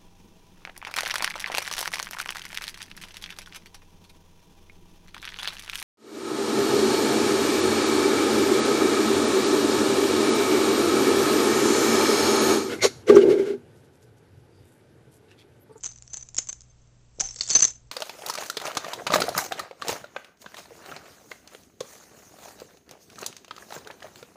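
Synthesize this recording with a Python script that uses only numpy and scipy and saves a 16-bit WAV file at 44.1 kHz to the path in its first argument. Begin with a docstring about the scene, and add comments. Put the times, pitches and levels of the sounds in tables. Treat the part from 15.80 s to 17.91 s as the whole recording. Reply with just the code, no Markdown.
"""Dog-collar tags in a quiet bedroom

Thin metal tags on a dog's collar tick against each other and ring briefly, loosely at first, then,
after a near pause, in a dense jangle. Ticks are short tone pairs with grit; rings are decaying modes, each
soon choked. A fine rattle and dull knocks of collar and body lie beneath, with a short room echo.
A small camera hears room tone and mains hum and adds its own faint whine; its converter
adds hiss that follows the treble, cuts the highest treble and clips the sharpest ticks."""
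import sys
import numpy as np
from scipy import signal
from scipy.fft import rfft, irfft
from scipy.io import wavfile
from scipy.ndimage import uniform_filter1d

SR = 44100
rng = np.random.default_rng(int(sys.argv[2]) if len(sys.argv) > 2 else 0)


def gain_from_db(level_db):
    """Turn a decibel level (scalar or array-like) into a linear amplitude factor."""
    decades = np.asarray(level_db, float) / 20
    return 10 ** decades


def master(y):
    """Save y as 16-bit WAV."""
    cut = np.clip(np.atleast_2d(y).T, -1, 1)
    pcm = np.round(cut * 32767)  # scale
    wavfile.write(sys.argv[1], SR, pcm.astype(np.int16))


N = 93183  # length in samples

# Ring pitch of the main tag hanging free, then leaning on its neighbour: f/Hz
FACE_HZ = (6187, 6285)
ONSET_S = 0.00037  # rise time constant of ticks and rings


def ring(hz, t60, phase, length=.3):
    """One mode: a sine that decays by 60 dB in t60 seconds."""
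    t = np.arange(int(length * SR)) / SR
    return np.sin(2 * np.pi * hz * t + phase) * gain_from_db(-60 * t / t60)


def choked(hz, t60, phase, free_s):
    """A mode that rings freely for free_s seconds, then is damped hard as if by another contact."""
    choke_t60_s = 0.013
    t = np.arange(int(.12 * SR)) / SR
    choke = gain_from_db(-60 * np.maximum(t - free_s, 0) / choke_t60_s)
    onset = 1 - np.exp(-t / ONSET_S)
    return ring(hz, t60, phase, .12) * choke * onset


def add(out, s, x):
    """Mix x into out at time s in seconds."""
    i = int(s * SR)
    out[i:i + len(x)] += x[:N - i]


def colour(points):
    """Noise shaped by (Hz, dB) points joined on a log-frequency axis."""
    p = np.array(points)
    hz = np.maximum(np.arange(N // 2 + 1) * SR / N, 1)
    gain = gain_from_db(np.interp(np.log(hz), np.log(p[:, 0]), p[:, 1]))
    return irfft(rfft(rng.standard_normal(N)) * gain, N)


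def walk(rate):
    """Slow random wander with standard deviation 1: noise averaged twice over 1/rate seconds."""
    k = int(SR / rate)
    w = uniform_filter1d(uniform_filter1d(rng.standard_normal(N), k), k)
    return w / w.std()


def bedroom():
    """Room tone as coloured noise, hum wavering in level and phase, and a whine buzzing near mains rate."""
    # Spectrum of the room tone: f/Hz, relative level/dB
    floor = [(20, -4), (66, -6), (86, -14), (125, -8), (220, -18), (344, -22.5), (639, -26), (1560, -33.5),
             (5000, -36.5), (6300, -32.5), (7400, -37), (8300, -42)]
    # Hum partials: f/Hz, mean rms level/dB
    hum = [(59.5, -64), (120, -61)]
    # Whine partials: f/Hz
    whine_hz = (7598, 7656, 8344, 4738)
    # Whine partials before the buzz: peak level/dB
    whine_db = (-79, -81, -81, -86)
    floor_db = -65.5  # rms of the tone above 150 Hz
    buzz_hz, buzz_depth = 58.5, .4
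    t = np.arange(N) / SR
    tone = colour(floor)
    high = signal.sosfilt(signal.butter(4, 150, "high", fs=SR, output="sos"), tone)
    out = tone * gain_from_db(floor_db) / high.std()
    for hz, db in hum:
        level = np.sqrt(2) * gain_from_db(db + 0.83 * walk(4))
        out = out + level * np.sin(2 * np.pi * hz * t + 0.22 * walk(5.5))
    buzz = np.exp(buzz_depth * np.cos(2 * np.pi * buzz_hz * t))
    for hz, db in zip(whine_hz, whine_db):
        out = out + gain_from_db(db) * buzz * np.sin(2 * np.pi * hz * t)
    return out


def rattle():
    """Dense tiny contacts of random pitch and size; they keep the main tag singing."""
    # Base level of the fine rattle of rings and links: t/s, level/dB
    level_curve = [(0.0, -64.5), (0.41, -67), (0.54, -72), (0.59, -68), (0.83, -69), (0.92, -79),
                   (1.29, -83), (1.44, -56), (1.57, -50.5), (1.59, -48), (1.76, -48), (1.79, -49),
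                   (1.9, -61), (1.96, -74), (2.11, -86.5)]
    rate_per_s, spread_db, contact_t60_s = 900, 4, 0.012
    low_hz, high_hz = 5200, 8000
    tag_db, tag_t60_s = -19, 0.094
    out, kicks = np.zeros(N), np.zeros(N)
    t = np.arange(300) / SR
    draws = rng.random((4000, 3))
    times = np.cumsum(-np.log(draws[:, 0])) / rate_per_s  # independent random gaps
    curve = np.array(level_curve)
    boost_db = -spread_db * np.log(draws[:, 1])  # lifts each contact, by spread_db on average
    size = gain_from_db(np.interp(times, curve[:, 0], curve[:, 1]) + boost_db)
    for s, a, u in zip(times[times < N / SR - .01], size, draws[:, 2]):
        hz = low_hz + u * (high_hz - low_hz)
        add(out, s, a * np.sin(2 * np.pi * hz * t) * gain_from_db(-60 * t / contact_t60_s))
        kicks[int(s * SR)] += a
    tag = sum(ring(hz, tag_t60_s, 0) for hz in FACE_HZ)
    return out + gain_from_db(tag_db) * signal.fftconvolve(kicks, tag)[:N]


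def ticks():
    """Metal on metal: a short tone, a detuned partner and bright noise grit share one fast decay."""
    # Single ticks: t/s, level/dB, colour f/Hz
    contacts = [(0.0096, -44.0, 6100), (0.0312, -36.5, 7000), (0.0355, -20, 7680), (0.043, -20, 7020),
                (0.0488, -40, 7360), (0.0551, -22, 6800), (0.0602, -18.5, 6300), (0.0653, -22, 8100),
                (0.076, -32, 6940), (0.0907, -40, 7060), (0.1155, -35.5, 6000), (0.1213, -44, 6700),
                (0.1583, -45.5, 7400.0), (0.178, -43.5, 6900.0), (0.1856, -36, 6000), (0.2233, -31, 7110),
                (0.2779, -37.5, 5730), (0.3323, -31.5, 6740), (0.3352, -26, 6970), (0.3421, -20, 6640),
                (0.3688, -39, 6340), (0.3709, -22.5, 6990), (0.3769, -30.5, 6370), (0.3801, -37.5, 7000.0),
                (0.4093, -37.5, 5755), (0.4258, -43, 6580), (0.4325, -37.0, 7100), (0.4883, -34.5, 7070),
                (0.4885, -39, 7100.0), (0.5458, -27, 6820), (0.5541, -35, 7000.0), (0.5672, -21, 6900),
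                (0.5806, -33, 7285), (0.5849, -9.0, 6840), (0.5891, -13.5, 6470), (0.6433, -50, 6960),
                (0.6719, -31.5, 6300), (0.6878, -22.0, 7350), (0.6933, -24.5, 7800), (0.6968, -28, 7230),
                (0.7284, -24.5, 6650), (0.7318, -47, 6870), (0.7568, -53, 7400), (0.8074, -36, 6600),
                (0.8187, -38.5, 6300), (1.3964, -26, 5130), (1.4001, -14, 5920), (1.4031, -17, 6920),
                (1.4066, -22, 6660), (1.4055, -32, 6820), (1.4087, -8.5, 6465), (1.413, -13, 6130),
                (1.4158, -22, 5770), (1.4244, -39, 6690), (1.4724, -41, 6260), (1.4878, -30, 5540),
                (1.497, -36, 6030), (1.509, -41, 5840), (1.544, -30.5, 7740), (1.5601, -28, 6930),
                (1.562, -32, 6470), (1.5652, -36.0, 4580), (1.5875, -32.5, 5160), (1.5898, -28, 6660),
                (1.5976, -31.5, 5400.0), (1.6094, -11.5, 4645), (1.611, -23, 5290), (1.6141, -23, 6530),
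                (1.6179, -22, 6460), (1.622, -24.5, 5150), (1.6358, -23.5, 6900.0), (1.6659, -28.5, 4820),
                (1.6762, -23, 7000.0), (1.6789, -24.5, 6770), (1.6885, -19, 7190), (1.6916, -23.5, 7600),
                (1.6962, -17, 6000), (1.7001, -17.5, 4585), (1.703, -10.5, 6880), (1.7068, -13.5, 6360),
                (1.7097, -12, 6310), (1.7117, -20, 7490), (1.7143, -16.5, 6500.0), (1.729, -22.5, 7220),
                (1.7332, -18, 7250), (1.7358, -19, 6300.0), (1.7393, -19.5, 6450), (1.752, -16.5, 4370),
                (1.756, -18.5, 4600), (1.7616, -15, 6670), (1.7628, -16.5, 6590), (1.7719, -21.5, 6350),
                (1.7793, -31.5, 5500.0), (1.7831, -26.5, 5680), (1.79, -15.5, 6140), (1.7966, -18.0, 6940),
                (1.8064, -11.5, 5760), (1.8076, -14.5, 6710), (1.8212, -14, 6380), (1.8242, -5.5, 7255),
                (1.8284, -19, 6770), (1.834, -18.5, 7020), (1.843, -15.5, 5230), (1.8424, -6, 6450),
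                (1.852, -15, 6640), (1.8557, -17.0, 6760), (1.859, -29, 7000.0), (1.8761, -26.5, 7150),
                (1.8811, -23, 6490), (1.9065, -25.5, 6880), (1.9358, -40, 7340)]
    t60_s, grit_db, partner_db = 0.005, -3.5, -3.5
    partner_spread = 0.48  # full range of partner detuning, as a fraction of the pitch
    out, t = np.zeros(N), np.arange(600) / SR
    fade = gain_from_db(-60 * t / t60_s) * (1 - np.exp(-t / ONSET_S)) * 2
    for s, db, hz in contacts:
        partner_hz = hz * (1 + partner_spread * (rng.random() - .5))
        tone = np.sin(2 * np.pi * hz * t)
        partner = gain_from_db(partner_db) * np.sin(2 * np.pi * partner_hz * t)
        grit = gain_from_db(grit_db) * np.diff(rng.standard_normal(600), prepend=0)
        add(out, s, gain_from_db(db) * fade * (tone + partner + grit))
    return out


def rings():
    """The main tag sings in a few modes of random phase, choked after a brief free ring."""
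    # Rings: t/s, free until choked/s, level/dB, face (0 hanging free, 1 leaning on its neighbour)
    strikes = [(0.0374, 0.0027, -27.5, 0), (0.043, 0.0018, -25, 0), (0.049, 0.004, -32.5, 1),
               (0.0604, 0.007, -27.0, 1), (0.0729, 0.0046, -43, 0), (0.0891, 0.012, -37, 0),
               (0.1054, 0.0052, -44.5, 1), (0.1202, 0.004, -43, 0), (0.1596, 0.0026, -38.5, 0),
               (0.303, 0.052, -45, 0), (0.3325, 0.01, -31.5, 0), (0.3423, 0.0039, -30.5, 1),
               (0.356, 0.007, -39.5, 0), (0.3628, 0.0063, -37.5, 0), (0.3687, 0.017, -38.5, 0),
               (0.3926, 0.0052, -45, 0), (0.3997, 0.0056, -43.5, 0), (0.4093, 0.0066, -40.0, 0),
               (0.4256, 0.0036, -33.5, 0), (0.4886, 0.0048, -44.5, 0), (0.58, 0.005, -27, 1),
               (0.5895, 0.005, -25.5, 1), (0.5982, 0.0059, -34.5, 1), (0.617, 0.0091, -43, 1),
               (0.6257, 0.004, -41, 1), (0.6309, 0.0168, -47.5, 1), (0.672, 0.0026, -39.5, 0),
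               (0.69, 0.004, -27.5, 0), (0.6937, 0.0078, -28.5, 1), (0.728, 0.0015, -26, 0),
               (0.898, 0.02, -56.5, 1), (1.4008, 0.0047, -20.5, 1), (1.412, 0.0049, -31.5, 1),
               (1.437, 0.0035, -31.5, 0), (1.4425, 0.0083, -30.5, 0), (1.4533, 0.01, -26.5, 0),
               (1.4715, 0.0053, -29.5, 0), (1.5082, 0.0053, -32, 0), (1.5164, 0.0056, -46, 0),
               (1.588, 0.0056, -39, 0), (1.696, 0.0051, -33.5, 0), (1.7146, 0.016, -22, 0),
               (1.729, 0.0037, -29, 0), (1.7395, 0.0097, -25.5, 0), (1.7503, 0.022, -6, 0),
               (1.779, 0.0092, -22.5, 0), (1.792, 0.0026, -15.5, 0), (1.8017, 0.0051, -17, 0),
               (1.8241, 0.011, -7.5, 0), (1.8492, 0.0028, -11, 0), (1.8555, 0.0019, -20.5, 1),
               (1.8696, 0.01, -30, 0), (1.8901, 0.0065, -34, 1), (1.9101, 0.0042, -38, 0),
               (1.955, 0.012, -50.0, 0)]
    # Modes of the main tag: ratio to the ring pitch, level/dB, free t60/s
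    modes = [(1, 0, .3), (1.018, -16, .05), (1.14, -24, .03)]
    out = np.zeros(N)
    for s, free_s, db, face in strikes:
        pitch_hz = FACE_HZ[int(round(face))]
        for ratio, mode_db, t60 in modes:
            phase = 2 * np.pi * rng.random()
            add(out, s, gain_from_db(db) * gain_from_db(mode_db) * choked(pitch_hz * ratio, t60, phase, free_s))
    return out


def clinks():
    """Blows set the other tags ringing, one clear mode at a time."""
    # Blows: t/s, level/dB, mode index, free until choked/s
    blows = [(0.568, -40, 0, .012), (0.579, -24, 0, 0.0046), (1.446, -43, 0, 0.025),
             (1.488, -32.5, 0, 0.0062), (1.499, -41, 0, 0.012), (1.608, -20, 1, 0.0027),
             (1.562, -44.5, 0, .03), (1.597, -52, 2, 0.0063), (1.56, -47.5, 1, 0.0056),
             (1.61, -46, 2, 0.091), (1.63, -38.5, 0, 0.014), (1.653, -47.5, 1, .015),
             (1.715, -25.5, 1, 0.026), (1.753, -26.5, 1, 0.0044), (1.773, -32.5, 0, 0.031),
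             (1.804, -25.5, 1, 0.004), (1.87, -38, 0, 0.028)]
    # Modes of the other tags: f/Hz, free t60/s
    modes = [(5522, .2), (4410, .12), (3590, .3)]
    out = np.zeros(N)
    for s, db, which, free_s in blows:
        hz, t60 = modes[int(round(which))]
        add(out, s, gain_from_db(db) * choked(hz, t60, 0, free_s))
    return out


def knocks():
    """Soft knocks of collar and body: lower, duller decaying modes with a soft start."""
    # Knocks: t/s, level/dB, f/Hz, t60/s
    thumps = [(1.387, -29, 468, 0.012), (1.408, -40, 149, 0.081), (1.421, -34.5, 776, 0.079),
              (1.428, -40, 26.56, 0.4), (1.559, -47.5, 500, 0.064), (1.754, -34, 118.6, .08)]
    onset_s = 0.00071
    out, t = np.zeros(N), np.arange(int(.4 * SR)) / SR
    for s, db, hz, t60 in thumps:
        add(out, s, gain_from_db(db) * ring(hz, t60, 0, .4) * (1 - np.exp(-t / onset_s)))
    return out


def room_echo(tags):
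    """Short reverberation: decaying noise of unit energy, starting 4 ms after the direct sound."""
    level_db, t60_s = -14, .22
    t = np.arange(int(.4 * SR)) / SR
    echo = rng.standard_normal(len(t)) * gain_from_db(-60 * t / t60_s) * (t > .004)
    wet = signal.fftconvolve(tags, echo / np.sqrt(np.sum(echo ** 2)))[:N]
    return gain_from_db(level_db) * wet


def scene():
    """Tags and knocks with their room echo, over the bedroom."""
    tags = rattle() + ticks() + rings() + clinks() + knocks()
    return (tags + room_echo(tags) + bedroom())[None]


def converter_hiss(dry):
    """White hiss whose level follows the rectified, smoothed treble above 2 kHz."""
    level_db, follow_s = -9, 0.00035
    k = np.exp(-1 / (follow_s * SR))
    treble = signal.sosfilt(signal.butter(2, 2000, "high", fs=SR, output="sos"), dry)
    envelope = signal.lfilter([1 - k], [1, -k], np.abs(treble))
    return gain_from_db(level_db) * envelope * rng.standard_normal(dry.shape)


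def treble_cut(x):
    """The converter's steep roll-off, applied as a gain over the whole spectrum."""
    # Treble roll-off: f/Hz, gain/dB
    roll_off = [(7600, 0), (8100, -5), (8450, -10), (8800, -21), (9130, -37), (9500, -58), (9900, -80)]
    hz, db = np.array(roll_off).T
    gain = gain_from_db(np.interp(np.arange(N // 2 + 1) * SR / N, hz, db))
    return irfft(rfft(x) * gain, N)


def low_pass(x):
    """Removes everything above the highest recorded frequency."""
    return signal.sosfilt(signal.butter(12, 15800, fs=SR, output="sos"), x)


def record(dry):
    """The camera adds converter hiss, cuts the treble and clips hard."""
    clip = .67  # of full scale
    x = treble_cut(dry + converter_hiss(dry))
    return low_pass(np.clip(x, -clip, clip))


dry = scene()
out = record(dry)
master(out)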